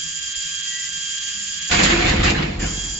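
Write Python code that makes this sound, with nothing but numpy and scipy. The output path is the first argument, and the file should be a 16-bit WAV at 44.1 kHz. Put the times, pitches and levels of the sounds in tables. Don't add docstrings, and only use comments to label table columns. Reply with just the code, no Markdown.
import sys
import numpy as np
from scipy import signal
from scipy.fft import rfft, irfft, next_fast_len
from scipy.io import wavfile
from scipy.ndimage import uniform_filter1d, map_coordinates

SR = 44100
rng = np.random.default_rng(int(sys.argv[2]) if len(sys.argv) > 2 else 0)


def file_out(sig):
    cols = np.atleast_2d(sig).T
    lim = np.clip(cols, -1, 1)
    pcm = np.round(lim * 32767).astype(np.int16)
    wavfile.write(sys.argv[1], SR, pcm)


N = 131859
T = np.arange(N) / SR


def amp(db):
    return np.exp(np.asarray(db) * (np.log(10) / 20))


def unit(x):
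    return x / np.sqrt(np.mean(x ** 2) + 1e-20)


def along(points, hz):
    f, value = np.transpose(points)
    return np.interp(np.log(hz + 1), np.log(f + 1), value)


def colour(points):
    return lambda hz: amp(along(points, hz))


def curves(rows):
    seconds, *columns = np.transpose(rows)
    return [np.interp(T, seconds, column) for column in columns]


def wobble(rate):
    coarse = T[::8]
    knots = rng.standard_normal(int(N * rate / SR) + 4)
    return np.interp(T, coarse, map_coordinates(knots, [coarse * rate]))


def filtered(x, response):
    m = next_fast_len(N + SR // 2)
    return irfft(rfft(x, m) * response(np.fft.rfftfreq(m, 1 / SR)), m)[..., :N]


def pan(db):
    return amp([[db], [-db]])


def texture(response, width, spiky=0):
    ticks = rng.standard_normal((2, N)) * np.exp(spiky * wobble(900))

    def mid_side(hz):
        turn = np.arctan(amp(along(width, hz)))
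        return response(hz) * np.array([np.cos(turn), np.sin(turn)])

    mid, side = filtered(ticks, mid_side)
    return unit(np.array([mid + side, mid - side]))


def tone(phase, rough, rate):
    in_phase = (1 + rough * wobble(rate)) * np.sin(phase)
    quadrature = rough * wobble(rate) * np.cos(phase)
    return np.sqrt(2) * (in_phase + quadrature) / np.sqrt(1 + 2 * rough ** 2)


def whistle(rows, rough, rate):
    hz, db = curves(rows)
    sounding = (T > rows[0][0]) & (T < rows[-1][0])
    return sounding * amp(db) * tone(2 * np.pi * np.cumsum(hz) / SR, rough, rate)


RISE_S = 0.0079


def strike(s, t60, rise_s=RISE_S):
    t = np.maximum(T - s, 0)
    return (1 - np.exp(-t / rise_s)) * amp(-60 * t / t60)


def patchy(x, depth_db):
    spectra = signal.stft(x, nperseg=512)[2]
    field = rng.standard_normal(spectra.shape[1:])
    field = uniform_filter1d(field, size=3, axis=0)
    field = uniform_filter1d(field, size=7, axis=1)
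    return unit(signal.istft(spectra * amp(depth_db * unit(field)), nperseg=512)[1][:, :N])


PORT_PHASE = 0.91


def shaft_tone(phase, levels_db, rough):
    start = rng.uniform(0, 2 * np.pi)
    return np.array([amp(db) * tone(phase + start + port * PORT_PHASE, rough, rate=45)
                     for port, db in enumerate(levels_db)])


# multiple of the shaft rate (rounded to a half when played),
# left level in dB, right level in dB, before the load.
SHAFT_TONES = [(1, -56, -56.5), (4, -75.5, -74), (7, -60.5, -61), (7.5, -58, -59.5), (9, -62, -56),
               (11, -57.5, -56.5), (12, -57.5, -56.5), (14, -60, -54.5), (15, -49, -59.5), (17, -46, -46),
               (18, -49, -45), (19, -51.5, -49), (21, -56, -47.5), (22, -58, -58.5), (25, -58.5, -57.5),
               (39.78, -41, -37)]
# multiple of the shaft rate, left and right level in dB.
SLOT_TONE = (10, -44.5, -38.5)
# time in seconds, level in dB.
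LOAD = [(0, -2), (.55, -0.5), (.9, -1), (1.3, 0), (1.45, -2), (1.65, 1), (2.65, -5.5), (2.8, -4.5),
        (3, -6.5)]
TONE_ROUGH, SLOT_ROUGH = .48, .17


def shaft_tones(shaft):
    tones = shaft_tone(SLOT_TONE[0] * shaft, SLOT_TONE[1:], SLOT_ROUGH)
    for multiple, *levels_db in SHAFT_TONES:
        tones = tones + shaft_tone(np.round(2 * multiple) / 2 * shaft, levels_db, TONE_ROUGH)
    return amp(curves(LOAD)[0]) * tones


# time in seconds, level in dB.
WHINE_LEVEL = [(0, 0.5), (.13, -3.5), (.4, 0.5), (.68, 1.5), (.82, 0.5), (.87, -6.5), (.96, 2.5),
               (1.25, 1.5), (1.45, -7), (1.58, 0), (1.75, -5), (2.62, 2.5), (2.72, -6.5), (2.81, 1.5),
               (3, -5.5)]
MESH_ORDER, MESH_DB, MESH_ROUGH = 20, (-35, -32), .2
GEAR_RATIO = .283
GEAR_SWAY, GEAR_SWING, SHAFT_SWING = .52, .17, .12
WHINE_ONSET = 5


def gear_whine(shaft, running):
    wheel = GEAR_RATIO * shaft + .5 * wobble(16)
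    mesh = shaft_tone(MESH_ORDER * shaft + GEAR_SWAY * np.sin(wheel), MESH_DB, MESH_ROUGH)
    swing = 1 + GEAR_SWING * np.cos(wheel) + SHAFT_SWING * np.sin(2 * shaft)
    return running ** WHINE_ONSET * amp(curves(WHINE_LEVEL)[0]) * mesh * swing


# frequency in Hz, relative density in dB.
GEARS = [(300, -35), (1000, -34), (1350, -22.5), (1650, -4.5), (1950, -9.5), (2300, -10.5), (2800, -4.5),
         (3250, 2.5), (3480, -7), (3750, -5), (4200, -7), (7000, -20.5)]
# frequency in Hz, side against mid in dB.
MOTOR_WIDTH = [(60, -29.5), (120, -29), (250, -15.5), (500, 5.5), (1000, 0), (2020, 0), (4090, 2.5),
               (8270, -8)]
GEARS_DB = -33


def gear_noise():
    flutter = amp(GEARS_DB + 1.1 * wobble(60))
    return amp(curves(LOAD)[0]) * flutter * texture(colour(GEARS), MOTOR_WIDTH, spiky=0.05)


# time in seconds, depth in dB.
HISS_DIPS = [(.205, 6), (.345, 13.5), (.538, 3.5), (.622, 10.5), (.918, 7.5), (1.2, 8.5), (1.605, 10),
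             (1.668, 7)]
DIP_S = 0.008


def brush_contact():
    dips_db = sum(depth * np.exp(-((T - s) / DIP_S) ** 2) for s, depth in HISS_DIPS)
    return amp(1.3 * np.tanh(wobble(70)) + 0.7 * np.tanh(wobble(400)) - dips_db)


# frequency in Hz, relative density in dB.
BRUSH = [(1500, -45.5), (3000, -21), (4000, -22.5), (4500, -8.5), (4850, -1.5), (5250, -9), (6000, -6),
         (6500, -4.5), (6750, -3.5), (6950, 6), (7150, 3.5), (7350, 1), (7600, -6.5)]
BRUSH_DB = -25


def brush_hiss():
    return amp(BRUSH_DB) * brush_contact() * texture(colour(BRUSH), MOTOR_WIDTH, spiky=0.053)


# time in seconds, shaft speed in Hz before jitter.
SPEED = [(0, 162.2), (.2, 161.5), (.42, 161.1), (.58, 161.5), (.87, 160.2), (.97, 160.9), (1.2, 161),
         (1.4, 161.8), (1.7, 163.5), (2.8, 163.5), (3, 162.8)]
STOP_S, RESTART_S = 1.93, 2.592
COAST_S, SPIN_UP_S, SWITCH_S = 0.096, 0.028, 0.008
JITTER_HZ, HISS_PAN_DB = .12, -1


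def motor():
    since = np.maximum(T - RESTART_S, 0)
    coast = np.exp(-np.maximum(T - STOP_S, 0) / COAST_S)
    running = coast + 1 - np.exp(-since / SPIN_UP_S)
    powered = coast + 1 - np.exp(-since / SWITCH_S)
    shaft_hz = running * (curves(SPEED)[0] + JITTER_HZ * wobble(40))
    shaft = 2 * np.pi * np.cumsum(shaft_hz) / SR
    tones = running * (shaft_tones(shaft) + gear_whine(shaft, running))
    return tones + powered * (gear_noise() + brush_hiss()) * pan(HISS_PAN_DB)


# frequency in Hz, relative density in dB.
STRAIN = [(500, -31), (1200, -12.5), (1650, -4.5), (2200, -1.5), (3000, -2), (3700, -17.5), (7000, -33.5)]
# time in seconds, frequency in Hz, level in dB before the jerks.
RESTART_WHISTLE = [(2.595, 1943, -41), (2.625, 1720, -37), (2.652, 1597, -31), (2.668, 1405, -45.5),
                   (2.73, 1160, -48)]
STRAIN_DB, STRAIN_T60 = -24.5, 0.4
STRAIN_PULSE_HZ, STRAIN_PULSE = 98, 0.45


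def strain():
    jerks = 1 + STRAIN_PULSE * np.sin(2 * np.pi * STRAIN_PULSE_HZ * T + wobble(40))
    envelope = amp(STRAIN_DB) * strike(RESTART_S, STRAIN_T60, rise_s=.03)
    growl = envelope * texture(colour(STRAIN), MOTOR_WIDTH, spiky=.25)
    return jerks * (growl + whistle(RESTART_WHISTLE, rough=1.2, rate=350))


# time in seconds, frequency in Hz, level in dB.
SQUEAK = [(.62, 1975, -62), (.69, 1931, -41), (.73, 1933, -38), (.765, 1942, -33.5), (.79, 1950, -39),
          (.813, 1965, -36.5), (.826, 1965, -55), (.838, 1945, -34), (.855, 2005, -43), (.876, 1985, -36.5),
          (.895, 1960, -62)]


def squeak():
    return whistle(SQUEAK, rough=.15, rate=70)


TAIL_T60 = 1.224


def shaking(times, levels_db, t60, echo_db):
    energy = sum(amp(2 * db) * (strike(s, t60) ** 2 + amp(2 * echo_db) * strike(s, TAIL_T60) ** 2)
                 for s, db in zip(times, levels_db))
    return np.sqrt(energy)


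# frequency in Hz, relative level in dB, t60 in seconds.
PANELS = [(44.44, -0.5, .85), (56.8, -2, 0.59), (71.9, -0.5, 0.5), (89.2, -4, 0.61)]
BOOM_SCATTER_DB = 1.2


def boom(times, levels_db):
    return sum(amp(db + level + rng.normal(0, BOOM_SCATTER_DB))
               * strike(s, t60) * np.sin(2 * np.pi * hz * (T - s))
               for s, db in zip(times, levels_db) for hz, level, t60 in PANELS)


# centre in Hz, width in Hz, relative level in dB.
BIN = [(118, 14, -0.5), (163, 20, 0.5), (205.3, 28, -3), (289.6, 32, -5), (343.2, 18, -1.5),
       (438, 28, -9.5), (507, 29, -8.5), (720, 11, -3.5)]


def bin_response(f):
    return sum((-1) ** k * amp(db) * 1j * f * w / (c * c - f * f + 1j * f * w)
               for k, (c, w, db) in enumerate(BIN))


# frequency in Hz, relative level in dB, t60 in seconds.
RINGS = [(517, -14.5, 0.66), (732, -17.5, 0.44), (1750, -17.5, 0.17), (2140, -14.5, 0.75),
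         (2720, -19, 0.42), (2809, -16, .4)]


def ringing(times, levels_db):
    out, t = np.zeros((2, N + SR)), np.arange(SR // 2) / SR
    for s, db in zip(times, levels_db):
        for hz, level, t60 in RINGS:
            size = amp(db + level + rng.normal(0, 1.8, (2, 1)))
            phase = rng.uniform(0, 2 * np.pi, (2, 1))
            envelope = (1 - np.exp(-t / RISE_S)) * amp(-60 * t / t60)
            start = int(s * SR)
            out[:, start:start + len(t)] += size * envelope * np.sin(2 * np.pi * hz * t + phase)
    return out[:, :N]


# time in seconds, then relative boom, thud, clatter and crackle levels in dB.
BLOWS = [(1.693, -42, -34, -26, -37), (1.709, -25, -25, -19, -20.5), (1.722, -44.5, -23, -17.5, -23),
         (1.785, -27, -16.5, -16.5, -25.5), (1.826, -25, -22.5, -17, -21), (1.892, -28.5, -18.5, -19, -39),
         (1.935, -27.5, -21.5, -28, -54), (1.985, -37, -18.5, -20.5, -28.5),
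         (2.044, -17.5, -19, -19.5, -27.5), (2.078, -28, -25, -22, -26.5), (2.124, -20, -19, -27, -50.5),
         (2.192, -16, -22, -24, -34.5), (2.229, -31.5, -24, -18.5, -23.5), (2.251, -27, -18, -20, -30),
         (2.289, -32, -20.5, -33.5, -40.5), (2.374, -26.5, -21.5, -26.5, -48),
         (2.41, -42, -26.5, -37.5, -55), (2.496, -24.5, -39, -53, -50), (2.588, -22, -28, -40, -51),
         (2.622, -38, -25, -32.5, -49), (2.72, -32.5, -40, -38.5, -57), (2.838, -32, -42, -42.5, -57)]
# frequency in Hz, relative density in dB.
THUD = [(40, -39), (110, -8), (200, -2.5), (340, -6.5), (450, -11), (900, -13.5), (2000, -35)]
# frequency in Hz, relative density in dB.
CLATTER = [(150, -20.5), (450, -4), (750, -4.5), (1150, -3), (1500, 0), (1800, 1.5), (2500, 1.5),
           (3200, -2.5), (4800, -10.5), (5400, -16), (7500, -32.5)]
# frequency in Hz, relative density in dB.
CRACKLE = [(1500, -36), (3000, -12), (4000, 2), (4900, 0.5), (5300, -4), (6400, -3), (7200, 4.5),
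           (7600, -5)]
# frequency in Hz, side against mid in dB.
CRASH_WIDTH = [(60, -22.5), (100, -36.5), (180, -24), (310, -5.5), (540, 5.5), (930, 2), (1600, -0.5),
               (2770, 1), (4780, -0.5), (8270, -3)]
BIN_DB, THUD_DB, CLATTER_DB, CRACKLE_DB, CRASH_PAN_DB = -2, -2.5, 2.5, 5.5, -1
THUD_T60, CLATTER_T60, CRACKLE_T60 = 0.34, 0.47, 0.31
THUD_ECHO_DB, CLATTER_ECHO_DB, CRACKLE_ECHO_DB = -7.5, -9, -14
PATCHY_DB = 2.43


def crash():
    times, boom_db, thud_db, clatter_db, crackle_db = np.transpose(BLOWS)
    bin_noise = amp(BIN_DB) * texture(bin_response, CRASH_WIDTH, spiky=.4)
    thud_noise = amp(THUD_DB) * texture(colour(THUD), CRASH_WIDTH)
    thud = shaking(times, thud_db, THUD_T60, THUD_ECHO_DB) * (bin_noise + thud_noise)
    rattle = patchy(texture(colour(CLATTER), CRASH_WIDTH, spiky=0.15), PATCHY_DB)
    clatter = amp(CLATTER_DB) * shaking(times, clatter_db, CLATTER_T60, CLATTER_ECHO_DB) * rattle
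    plastic = texture(colour(CRACKLE), CRASH_WIDTH, spiky=0.11)
    crackle = amp(CRACKLE_DB) * shaking(times, crackle_db, CRACKLE_T60, CRACKLE_ECHO_DB) * plastic
    bright = (clatter + crackle + ringing(times, clatter_db)) * pan(CRASH_PAN_DB)
    return boom(times, boom_db) + thud + bright


# time in seconds, body level in dB, bright edge level in dB, before envelope and pan.
CRACKS = [(1.71, -12.5, -24), (1.832, -24, -7.5), (1.899, -20, -24), (1.962, -19.5, -39),
          (2.02, -18.5, -29), (2.165, -21, -29.5), (2.082, -16, -26.5), (2.255, -17.5, -21.5),
          (2.296, -22.5, -17.5), (2.42, -18.5, -41.5)]
CRACK_T60, CRACK_RISE_S = .11, 0.0041


def cracks():
    body = texture(colour(CLATTER), CRASH_WIDTH, spiky=.2)
    edge = texture(colour(CRACKLE), CRASH_WIDTH, spiky=0.18)
    bursts = sum(strike(s, CRACK_T60, CRACK_RISE_S) * (amp(body_db) * body + amp(edge_db) * edge)
                 for s, body_db, edge_db in CRACKS)
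    return pan(CRASH_PAN_DB) * bursts


# start in seconds, frequency in Hz, level in dB before envelope and pan, t60 in seconds.
KNOCKS = [(1.704, 713, -22.5, .24), (1.709, 905, -27.5, 0.14), (1.706, 195.2, -23.5, 0.55),
          (1.829, 1044, -23.5, 0.11), (1.842, 570, -22.5, 0.082), (1.868, 830, -29, 0.098),
          (1.914, 341, -18, 0.53), (2.235, 345, -23.5, 0.28), (2.381, 152.3, -21, 0.5)]
KNOCK_PAN_DB = -1


def knocks():
    modes = sum(amp(db) * strike(s, t60, rise_s=0.01) * tone(2 * np.pi * hz * T, rough=0.3, rate=60)
                for s, hz, db, t60 in KNOCKS)
    return pan(KNOCK_PAN_DB) * modes


# start in seconds, frequency in Hz, level in dB before the envelope.
BUMPS = [(0.01, 162.2, -44), (0.01, 290, -57.5), (1.34, 203, -44.5)]
BUMP_T60, BUMP_ROUGH = .8, .3


def bumps():
    return sum(amp(db) * strike(s, BUMP_T60, rise_s=0.016) * tone(2 * np.pi * hz * T, BUMP_ROUGH, rate=30)
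               for s, hz, db in BUMPS)


# frequency in Hz, relative density in dB.
ROOM = [(20, -8), (45, -1.5), (75, 3.5), (120, -9.5), (165, -1.5), (240, -11.5), (400, -19.5),
        (1000, -20.5), (3000, -30.5)]
# time in seconds, level in dB relative to ROOM_DB.
RUMBLE_LEVEL = [(0, -1.5), (.3, -3), (.6, -6), (.8, -1.5), (1.25, -2), (1.4, -1.5), (1.68, -0.5), (3, 11.5)]
ROOM_DB, ROOM_PATCHY_DB = -50.5, 3


def rumble():
    noise = patchy(texture(colour(ROOM), MOTOR_WIDTH), ROOM_PATCHY_DB)
    return amp(ROOM_DB + curves(RUMBLE_LEVEL)[0]) * noise


def scene():
    machine = motor() + strain() + squeak()
    bottle = crash() + cracks() + knocks()
    return machine + bottle + bumps() + rumble()


CEILING, TOP_HZ = .85, 7540


def record(dry):
    rounded = dry / (1 + np.abs(dry / CEILING) ** 6) ** (1 / 6)
    return filtered(rounded, lambda hz: hz < TOP_HZ)


dry = scene()
out = record(dry)
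file_out(out)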